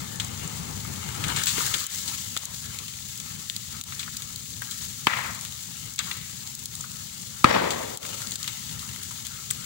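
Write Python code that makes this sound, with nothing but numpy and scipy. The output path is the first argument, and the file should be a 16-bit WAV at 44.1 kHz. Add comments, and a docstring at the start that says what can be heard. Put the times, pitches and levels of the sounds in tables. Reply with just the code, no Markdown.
"""A bonfire of bamboo and brush burns in a clearing, to one side of a pair of microphones.
Turbulent flames give a low, fluttering roar; boiling sap sizzles on top and flares up, once strongly.
Thin twigs tick deep in the pile, and others split with a snap and a trail of splinters.
Steam bursts sealed canes, two of them like shots that overload the microphones
and echo from the forest edge."""
import sys
import numpy as np
from scipy import signal
from scipy.fft import rfft, irfft, next_fast_len
from scipy.io import wavfile
from scipy.ndimage import uniform_filter1d

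SR = 44100
rng = np.random.default_rng(int(sys.argv[2]) if len(sys.argv) > 2 else 0)


def persist_wave(psi):
    """Save psi, clipped to +-1, as 16-bit WAV."""
    counts = np.round(np.clip(psi, -1, 1) * 32767).astype(np.int16)
    wavfile.write(sys.argv[1], SR, np.atleast_2d(counts).T)


N = 425565

# Tone of the shaded right microphone against the left. Each row: frequency in Hz, gain in dB.
RIGHT_SHADE = [(60, -3.5), (200, -8.5), (700, -2.5), (1300, -11.5), (2400, -12), (4400, -8), (8000, -12),
               (11000, 5), (15000, -4.5)]
# How alike the two sides sound. Each row: frequency in Hz, likeness from 0 to 1.
STEREO_LIKENESS = [(50, 0.93), (250, 1), (700, 0.65), (1500, 0.42), (3000, 0.21), (6000, 0), (16000, 0)]
# Flames, tall at first, then sinking to a steady burn. Each row: time in seconds, relative level in dB.
FLAME_SIZE = [(0, -42.5), (1.0, -43), (1.28, -40), (1.57, -45.5), (1.78, -51.5), (2.9, -50), (4.5, -49.5),
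              (9.65, -48.5)]
# Tone of the roar and rush at the microphones, with notches from the ground reflection.
# Each row: frequency in Hz, relative level in dB.
LOW_ROAR_TONE = [(20, -23.5), (40, -27), (65, -6), (100, 0.5), (170, 0), (240, -6.5), (340, -27),
                 (500, -21.5), (680, -49), (850, -33.5), (1500, -29.5), (4000, -63.5)]
BRIGHT_ROAR_TONE = [(120, -33), (260, 4), (450, 0.5), (680, -3.5), (850, -1.5), (1200, -3), (2500, -8.5),
                    (6000, -41.5)]
RUSH_TONE = [(150, 2.5), (450, -5), (560, -5), (680, -15), (850, -2.5), (1020, -4.5), (1330, 4), (1520, -1),
             (1750, -0.5), (2120, 1), (2410, -2.5), (2750, 4.5), (3700, 1), (5500, -14), (9000, 1),
             (16000, -65)]
# Tone of the sizzle and snaps as heard, including the microphones' treble peaks and dip.
# Each row: frequency in Hz, relative level in dB.
HEARD_SIZZLE_TONE = [(700, -42), (1800, -10.5), (2450, -12.5), (3000, -6.5), (3900, -3), (4900, -2.5),
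                     (5400, -5), (6500, 1.5), (7600, 1), (9000, -9), (11000, -12), (13000, -17),
                     (13900, -10), (14700, -12), (15800, 0.5)]
HEARD_SNAP_TONE = [(200, 4), (700, -1), (1400, 8), (2700, -1), (3800, 6), (5400, -2.5), (7400, 10.5),
                   (9000, 4.5), (13000, -27), (15000, 12)]
# Pockets of sap boil off, or run dry where the lift is negative. Each row: peak time, rise and fall
# in seconds, lift of the sizzle and of the jets in dB.
SAP_FLARES = [(1.61, 0.24, 0.28, 11, 12.5), (2.1, 0.59, 0.37, 4.5, 6), (3.96, 0.26, 0.15, 0.7, 6),
              (4.45, 0.088, 0.17, -0.5, -7), (4.78, 0.15, 0.24, 4, 1), (6.07, 0.029, 0.074, 3, 9),
              (8.1, 0.12, 0.44, 4, 8.5)]
# Gas spurts as the fire flares up. Each row: peak time and half length in seconds, lift in dB.
GAS_SPURTS = [(1.299, 0.032, 12.5), (1.393, 0.045, 9)]
# Sharp woody cracks: splitting twigs, and at 6.11 s the trees' echo of the preceding snap.
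# Each row: start in seconds, relative wood level in dB, wood pitch in Hz,
# splinter t60 in seconds, relative level of the skin's tick in dB.
WOODY_CRACKS = [(0.199, -18, 3250, 0.084, -36), (0.246, -25, 7000, 0.015, -39.5),
                (0.476, -26, 7360, .012, -40), (0.849, -33, 1320, 0.043, -44),
                (1.0883, -30, 2040, 0.057, -30), (1.239, -19.5, 2780, 0.053, -45),
                (1.2817, -23.5, 3900, 0.085, -26), (1.361, -20.5, 3460, 0.19, -28),
                (1.3703, -28, 1280, 0.057, -27), (1.4356, -17, 4750, 0.044, -19),
                (1.4587, -27, 3340, 0.074, -17.5), (1.4689, -14.5, 3820, 0.26, -23.5),
                (1.606, -23, 1480, 0.017, -35), (1.7398, -14, 3260, 0.07, -31),
                (1.7818, -31, 4100, .02, -36), (1.8662, -41, 4510, 0.013, -20.5),
                (2.078, -21, 4330, 0.11, -30), (2.3652, -23, 3470, 0.026, -27),
                (2.374, -22.5, 3530, 0.014, -19.5), (2.454, -32, 4230, 0.059, -23.5),
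                (2.787, -26.5, 3930, 0.039, -29), (2.881, -29.5, 3360, 0.066, -34),
                (3.2002, -31, 3480, 0.043, -27), (3.4985, -17, 3870, 0.0052, -26.5),
                (3.5639, -21, 4360, 0.011, -23.5), (3.812, -29.5, 3820, 0.0091, -26),
                (3.8378, -34, 3750, 0.02, -29.5), (3.923, -27.5, 2080, 0.058, -44),
                (3.9934, -22.5, 3570, 0.13, -40), (4.029, -28, 2800, 0.059, -47),
                (4.078, -31, 1430, 0.034, -49), (4.1684, -27, 4370, 0.021, -27),
                (4.2208, -31, 3580, 0.017, -27), (4.3597, -30.5, 4020, .015, -26),
                (4.6196, -24, 1450, 0.042, -25), (4.7106, -25.5, 4420, 0.1, -24),
                (5.4105, -22.5, 7350, 0.0082, -38), (5.45, -27, 2980, 0.058, -27.5),
                (5.96, -42, 4700, 0.015, -27.5), (5.982, -32, 3500, 0.018, -36),
                (5.9893, -15.5, 3900, 0.034, -26), (5.9905, -20, 2450, 0.12, -44),
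                (6.1125, -19, 2740, 0.037, -31), (6.4734, -27, 4450, 0.012, -40),
                (6.551, -38, 4460, 0.02, -26.5), (6.592, -42, 6500, .01, -32.5),
                (6.637, -35, 7000, .012, -32), (6.6565, -27, 4500, 0.015, -23),
                (6.7522, -23.5, 6360, 0.02, -31), (6.8084, -24.5, 6500, .02, -30),
                (6.8412, -33.5, 1220, 0.072, -43), (7.219, -31, 7400, .01, -33),
                (7.7053, -20.5, 3650, 0.14, -26), (7.973, -34, 3901, 0.01, -26.5),
                (8.0287, -31, 3400, 0.032, -38), (8.0505, -30, 2230, 0.035, -38),
                (8.218, -28, 2000, 0.027, -28), (8.271, -25.5, 4270, 0.021, -36),
                (8.309, -25, 7000, .015, -34), (8.3189, -25.5, 4360, 0.061, -24.5),
                (8.338, -35, 4500, .015, -33), (8.356, -21.5, 4530, 0.0215, -25.5),
                (8.429, -24, 4700, 0.028, -29), (8.442, -30, 2900, 0.054, -28),
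                (8.4766, -19.5, 3240, 0.076, -28), (8.6932, -31, 3280, 0.042, -39),
                (8.793, -30.5, 4440, 0.017, -32), (8.89, -31.5, 2730, 0.049, -45),
                (8.9608, -34, 2130, 0.019, -30), (9.033, -33, 3350, 0.02, -27.5),
                (9.1088, -36.5, 1290, 0.063, -39), (9.267, -33, 3640, 0.044, -27),
                (9.504, -25, 3400, 0.018, -25), (9.5088, -14, 7800, 0.024, -31),
                (9.5087, -27, 2030, 0.04, -38)]
# The typical lesser twig: one row as above, without the start.
TYPICAL_SNAP = (-38.5, 4300, 0.13, -36)
# The echo starts with a strong near scatter, drops, then holds roughly level before dying away.
# Each row: delay in seconds, relative level in dB.
ECHO_CONTOUR = [(0, 9.5), (.024, -1.5), (.046, 2), (.085, 0), (.108, -1), (.142, 1)]
# Clumps of trunks throw back distinct slaps. Each row: delay in seconds, lift in dB, upper edge in Hz.
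TRUNK_SLAPS = [(0.068, 7, 8000), (0.106, 8, 5000), (0.121, 8, 1300), (0.178, 10, 900), (0.232, 7, 900),
               (0.368, 7, 900)]
# The forest's ring. Each row: frequency in Hz, t60 in seconds.
FOREST_DECAY = [(150, 1.1), (600, 1.51), (1500, 0.88), (3000, 1.05), (6000, 0.53)]
# Brief dips around the brightest ticks. Each row: time in seconds, depth in dB.
LEVEL_DIPS = [(1.452, 4.5), (1.874, 15), (2.39, 6.5), (2.47, 6), (3.831, 11.5), (5.967, 8), (6.565, 3),
              (6.668, 6), (7.984, 14.5), (8.365, 6)]
# Bursting canes. Each row: start in seconds, blast gain in dB, time scale of the push in seconds,
# cavity pitch in Hz, cavity t60 in seconds, tear level within the blast in dB, echo level in dB,
# the echo's lower and upper edge in Hz, its decay time as a multiple of the forest's.
CANE_BURSTS = [(1.581, -29, 0.00075, 440, 0.029, 8, -8, 301, 1500, 1.5),
               (2.3658, -19, 0.0003, 1360, 0.0088, -5, -6, 700, 3000, 0.33),
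               (5.0692, -6.5, 0.00049, 1070, 0.01, 2.5, 14.5, 1650, 2480, 0.67),
               (7.443, 5, 0.0007, 1275, 0.012, -7, 21, 88, 5120, 1.05)]
# What the trees send back of a burst. Each row: frequency in Hz, relative level in dB.
ECHO_TONE = [(60, -6), (150, -4), (240, 1.5), (340, -5), (560, 2), (780, -4.5), (1050, -1), (1450, -6),
             (1950, -2), (2600, -10.5), (3600, -11), (5500, -15), (14000, -29)]

PAD, PRE_ROLL_S = 128, 96 / SR  # silent samples ahead of a hit for filter ringing; its early start


def gain_of(db):
    """Decibels to a factor."""
    return 10 ** (np.asarray(db) / 20)


def unit_rms(x):
    """Scales to an rms of one."""
    return x / np.sqrt(np.mean(x ** 2) + 1e-20)


def curve_at(points, hz):
    """Reads a curve on a log-frequency axis."""
    f, value = np.transpose(points)
    return np.interp(np.log(hz + 1), np.log(f + 1), value)


def add(mix, s, sound):
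    """Mixes a stereo sound in at time s."""
    part = mix[:, max(round(s * SR), 0):][:, :sound.shape[1]]
    part += sound[:, :part.shape[1]]


def colour(x, gain):
    """Filters by a gain that is a function of frequency."""
    size = next_fast_len(x.shape[-1] + 512)
    return irfft(rfft(x, size) * gain(np.fft.rfftfreq(size, 1 / SR)), size)[..., :x.shape[-1]]


def wander(rate_hz):
    """Random drift of unit size, mostly slower than the given rate."""
    return unit_rms(colour(rng.standard_normal(N), lambda f: 1 / (1 + (f / rate_hz) ** 2)))


def hump(f, centre_hz, octaves):
    """A resonance, bell-shaped on a log-frequency axis."""
    return 1 / (1 + (np.log2((f + 1) / centre_hz) / octaves) ** 2 / 2) ** 2


def patches(shape, frames):
    """Smooth random blotches over frequency and time, of unit size."""
    drift = uniform_filter1d(rng.standard_normal(shape), size=frames, axis=1)
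    return unit_rms(uniform_filter1d(drift, size=4, axis=0))


def at_mics(pair, shade=1, bounce=0.11, bounce_s=0.002328, lead_s=0.00085):
    """Adds the ground bounce; the right microphone hears it all earlier, shaded, its treble scattered."""
    pair = colour(pair, lambda f: 1 + bounce * np.exp(-2j * np.pi * f * bounce_s) / (1 + (f / 4000) ** 2))
    alike = lambda f: np.clip(curve_at(STEREO_LIKENESS, f), 0, 1)
    right = colour(pair[0], alike) + colour(pair[1], lambda f: np.sqrt(1 - alike(f) ** 2))
    shading = lambda f: gain_of(shade * curve_at(RIGHT_SHADE, f))
    return np.array([pair[0], colour(right, lambda f: shading(f) * np.exp(2j * np.pi * f * lead_s))])


def voiced(pair, tone):
    """Gives an excitation its tone and its stereo place, at unit level."""
    return unit_rms(at_mics(colour(pair, lambda f: gain_of(curve_at(tone, f)))))


def flame_size():
    """The height of the flames as a gain for every sample."""
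    return gain_of(np.interp(np.arange(N) / SR, *np.transpose(FLAME_SIZE)))


def flame_roar(rumble_db=4.0, flutter_db=2.0, growth=2.36):
    """Turbulent flames: a low rumble that flutters; tall tongues of flame add a brighter rush."""
    size = flame_size()
    rumble = gain_of(rumble_db) * size * voiced(rng.standard_normal((2, N)), LOW_ROAR_TONE)
    reach = size.max() * (size / size.max()) ** growth
    tongues = reach * voiced(rng.standard_normal((2, N)), BRIGHT_ROAR_TONE)
    return (rumble + tongues) * gain_of(flutter_db * wander(rate_hz=7.9))


def crackle(per_s, spread_db, t60, low_hz, high_hz, octaves):
    """Countless tiny ruptures of uneven size and pitch, each a very short puff of noise."""
    t, out = np.arange(1024) / SR, np.zeros((2, N))
    for centre_hz in np.geomspace(low_hz, high_hz, num=16):
        sizes = gain_of(spread_db * np.minimum(rng.exponential(1, N), 4))
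        ruptures = sizes * (rng.random(N) < per_s / 16 / SR)
        puff = rng.standard_normal((2, len(t))) * gain_of(-60 * t / (t60 * rng.uniform(0.085, 3.9)))
        puff = unit_rms(colour(np.pad(puff, ((0, 0), (PAD, 0))), lambda f: hump(f, centre_hz, octaves)))
        out += signal.oaconvolve(ruptures[None], puff, axes=1)[:, :N]
    return unit_rms(out)


def boiling(sap_db=-41, jets_db=-54.5, calm_flame_db=-50.5, jet_growth=0.74):
    """Envelopes of the sizzle and the jets: both ride the sap flares; the jets also follow the flames."""
    t = np.arange(N) / SR
    sap = gain_of(sap_db)
    jets = gain_of(jets_db) * (flame_size() / gain_of(calm_flame_db)) ** jet_growth
    for s, rise_s, fall_s, sap_lift_db, jet_lift_db in SAP_FLARES:
        flare = np.exp(-abs(t - s) / np.where(t < s, rise_s, fall_s))
        sap, jets = sap * gain_of(sap_lift_db * flare), jets * gain_of(jet_lift_db * flare)
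    return sap, jets


def gas_jets(patch_db=3.3, lull_db=2.1):
    """Gas rushes and spurts; neighbouring pitches swell and ebb apart as separate jets open and close."""
    t = np.arange(N) / SR
    grains = crackle(per_s=2500, spread_db=1.0, t60=0.0068, low_hz=396, high_hz=5080, octaves=2.3)
    bands = signal.stft(voiced(grains, RUSH_TONE), nperseg=512)[2]
    bands *= gain_of(patch_db * patches(bands.shape[1:], frames=14))
    rush = unit_rms(signal.istft(bands, nperseg=512)[1][:, :N])
    spurts_db = sum(db * np.exp(-((t - s) / half_s) ** 2) for s, half_s, db in GAS_SPURTS)
    return rush * gain_of(spurts_db + lull_db * wander(rate_hz=5))


def sap_sizzle(dip, hiss_db=5.5, fizz_db=-1.5, rush_db=3.5, flutter_db=0.95):
    """Boiling sap hisses and fizzes, with the wider gas jets rushing below it."""
    hiss = gain_of(hiss_db) * voiced(rng.standard_normal((2, N)), HEARD_SIZZLE_TONE)
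    grains = crackle(per_s=960, spread_db=5.0, t60=0.0087, low_hz=2630, high_hz=14400, octaves=3.9)
    fizz = gain_of(fizz_db) * voiced(grains, HEARD_SIZZLE_TONE)
    rush = gain_of(rush_db) * gas_jets()
    sap_gain, jet_gain = boiling()
    steam = (hiss + fizz) * sap_gain * dip ** 0.99 + rush * jet_gain * dip
    return steam * gain_of(flutter_db * wander(rate_hz=34.0))


def twig_ticks(level_db=-54.5):
    """Thin twigs tick deep in the pile, at scattered pitches."""
    ticks = crackle(per_s=90, spread_db=3.4, t60=0.012, low_hz=2300, high_hz=7000, octaves=0.5)
    return gain_of(level_db) * voiced(ticks, HEARD_SNAP_TONE)


def fibres(envelope, gain):
    """A short spray of breaking fibres, scaled to an rms of one at its loudest moment on the left."""
    noise = np.pad(rng.standard_normal((2, len(envelope))) * envelope, ((0, 0), (PAD, 0)))
    spray = at_mics(colour(noise, gain))
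    return spray / np.sqrt(uniform_filter1d(spray[0] ** 2, size=64).max())


def lesser_snaps(per_s=4.0, spread_db=7.0, spread_octaves=0.66):
    """Cue rows for lesser twigs that split at random, each with its own strength and pitch."""
    db, pitch_hz, t60, skin_db = TYPICAL_SNAP
    draws = rng.uniform(-1.1, 1, (round(per_s * N / SR), 4))
    return [((when + 1) / 2 * N / SR, db + spread_db * wood, pitch_hz * 2 ** (spread_octaves * tune),
             t60, skin_db + spread_db * skin) for when, wood, tune, skin in draws]


def woody_cracks(rise_s=0.00024, crack_t60=0.0043, splinter_db=-1.5, usual_t60=0.047,
                 ring_db=-6.5, ring_t60=0.007, tick_db=4.0, tick_t60=0.0035,
                 trail_db=-10.5, trail_t60=0.033, echo_db=-7.5):
    """The crack of a twig, direct or echoed: the skin ticks, the hollow wood rings and splinters."""
    t, out = np.arange(4096) / SR, np.zeros((2, N))
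    tick_tone = lambda f: hump(f, 10400, octaves=1.13) * gain_of(curve_at(HEARD_SIZZLE_TONE, f))
    tick_shape = gain_of(-60 * t / tick_t60) + gain_of(trail_db - 60 * t / trail_t60)
    attack = 1 - np.exp(-t / rise_s)
    for s, db, pitch_hz, t60, skin_db in WOODY_CRACKS + lesser_snaps():
        shape = attack * (gain_of(-60 * t / crack_t60) + gain_of(splinter_db - 60 * t / t60))
        # a clean break has a narrower, purer pitch and rings louder
        width = 0.88 * (t60 / usual_t60) ** 0.17
        ring_gain = gain_of(ring_db) * (usual_t60 / t60) ** 0.25
        body = fibres(shape, lambda f: hump(f, pitch_hz, width) * gain_of(curve_at(HEARD_SNAP_TONE, f)))
        ring = ring_gain * fibres(gain_of(-60 * t / ring_t60), lambda f: hump(f, pitch_hz, octaves=0.15))
        tick = gain_of(skin_db + tick_db) * fibres(tick_shape, tick_tone)
        add(out, s - PRE_ROLL_S, gain_of(db) * (body + ring) + tick)
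    echo = signal.fftconvolve(out, forest_echo(), axes=1)[:, :N]
    return out + gain_of(echo_db) * colour(echo, lambda f: hump(f, centre_hz=2320, octaves=1.66))


def forest_echo(stretch=1, slap_half_s=0.006):
    """A strong near scatter drops to a rough plateau, then dies away in lumps; trunks add slaps."""
    hz, t, bands = signal.stft(rng.standard_normal((2, SR)), SR, nperseg=256)
    lumps_db = 0.9 * unit_rms(uniform_filter1d(rng.standard_normal(len(t)), size=5))
    patches_db = 1.2 * patches(bands.shape[1:], frames=8)
    slaps_db = sum(db * np.exp(-((t - s) / slap_half_s) ** 2) / np.hypot(1, (hz[:, None] / edge_hz) ** 2)
                   for s, db, edge_hz in TRUNK_SLAPS)
    contour_db = np.interp(t, *np.transpose(ECHO_CONTOUR)) + slaps_db + lumps_db + patches_db
    t60 = stretch * curve_at(FOREST_DECAY, hz)[:, None]
    fall_db = -60 * np.maximum(t - ECHO_CONTOUR[-1][0], 0) / t60
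    tail = signal.istft(bands * gain_of(contour_db + fall_db), SR, nperseg=256)[1]
    return tail / np.linalg.norm(tail[0])


def level_dips(fall_s=0.019, recover_s=0.032):
    """At each listed dip the level sinks quickly and comes back a little more slowly."""
    t = np.arange(N) / SR
    depth_db = sum(db * np.exp(-((t - s) / np.where(t < s, fall_s, recover_s)) ** 2)
                   for s, db in LEVEL_DIPS)
    return gain_of(-depth_db)


def cane_bursts(tear_t60=0.02, tear_hz=1950, push_db=1.0, push_lag=3.55, cavity_db=10.5, rise_s=0.00097):
    """Steam splits a sealed cane: the cavity knocks, wood tears, pressure pushes out, the trees answer."""
    t, out = np.arange(4096) / SR, np.zeros((2, N))
    low_cut = signal.butter(2, 135, "high", fs=SR)  # the bursts are thinned below about 135 Hz
    attack = 1 - np.exp(-(t / rise_s) ** 2)
    for s, db, push_s, cavity_hz, t60, tear_db, echo_db, low_hz, high_hz, stretch in CANE_BURSTS:
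        opened = np.maximum(t / push_s - push_lag, 0)  # time since the wall gave way, in units of push_s
        push = gain_of(push_db) * np.sin(opened) * np.exp(-opened / 2.56)
        knock = np.sin(2 * np.pi * cavity_hz * t) * gain_of(cavity_db - 60 * t / t60) * attack
        tear = unit_rms(colour(rng.standard_normal((2, len(t))), lambda f: hump(f, tear_hz, octaves=0.8)))
        blast = push + knock + tear * gain_of(tear_db - 60 * t / tear_t60)
        blast = gain_of(db) * at_mics(np.pad(blast, ((0, 0), (PAD, 0))), shade=0.99)
        add(out, s - PRE_ROLL_S, signal.lfilter(*low_cut, blast))
        band = lambda f: f ** 2 / np.hypot(f ** 2, low_hz ** 2) / np.hypot(1, (f / high_hz) ** 2)
        echo = colour(forest_echo(stretch), lambda f: gain_of(curve_at(ECHO_TONE, f)) * band(f))
        echo = at_mics(echo, shade=0.86)
        add(out, s, gain_of(echo_db) * echo / np.linalg.norm(echo[0]))
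    return out


def scene():
    """The burning pile; everything but the woody cracks takes the dips."""
    dip = level_dips()
    return (flame_roar() + twig_ticks() + cane_bursts()) * dip + sap_sizzle(dip) + woody_cracks()


def record(dry):
    """The loudest bursts clip at full scale; a steep low-pass takes off the very top."""
    clipped = np.clip(dry, -1, 1)
    low_pass = signal.firwin(511, 15780, window=("kaiser", 9), fs=SR)
    return signal.oaconvolve(clipped, low_pass[None], "same")


dry = scene()
out = record(dry)
persist_wave(out)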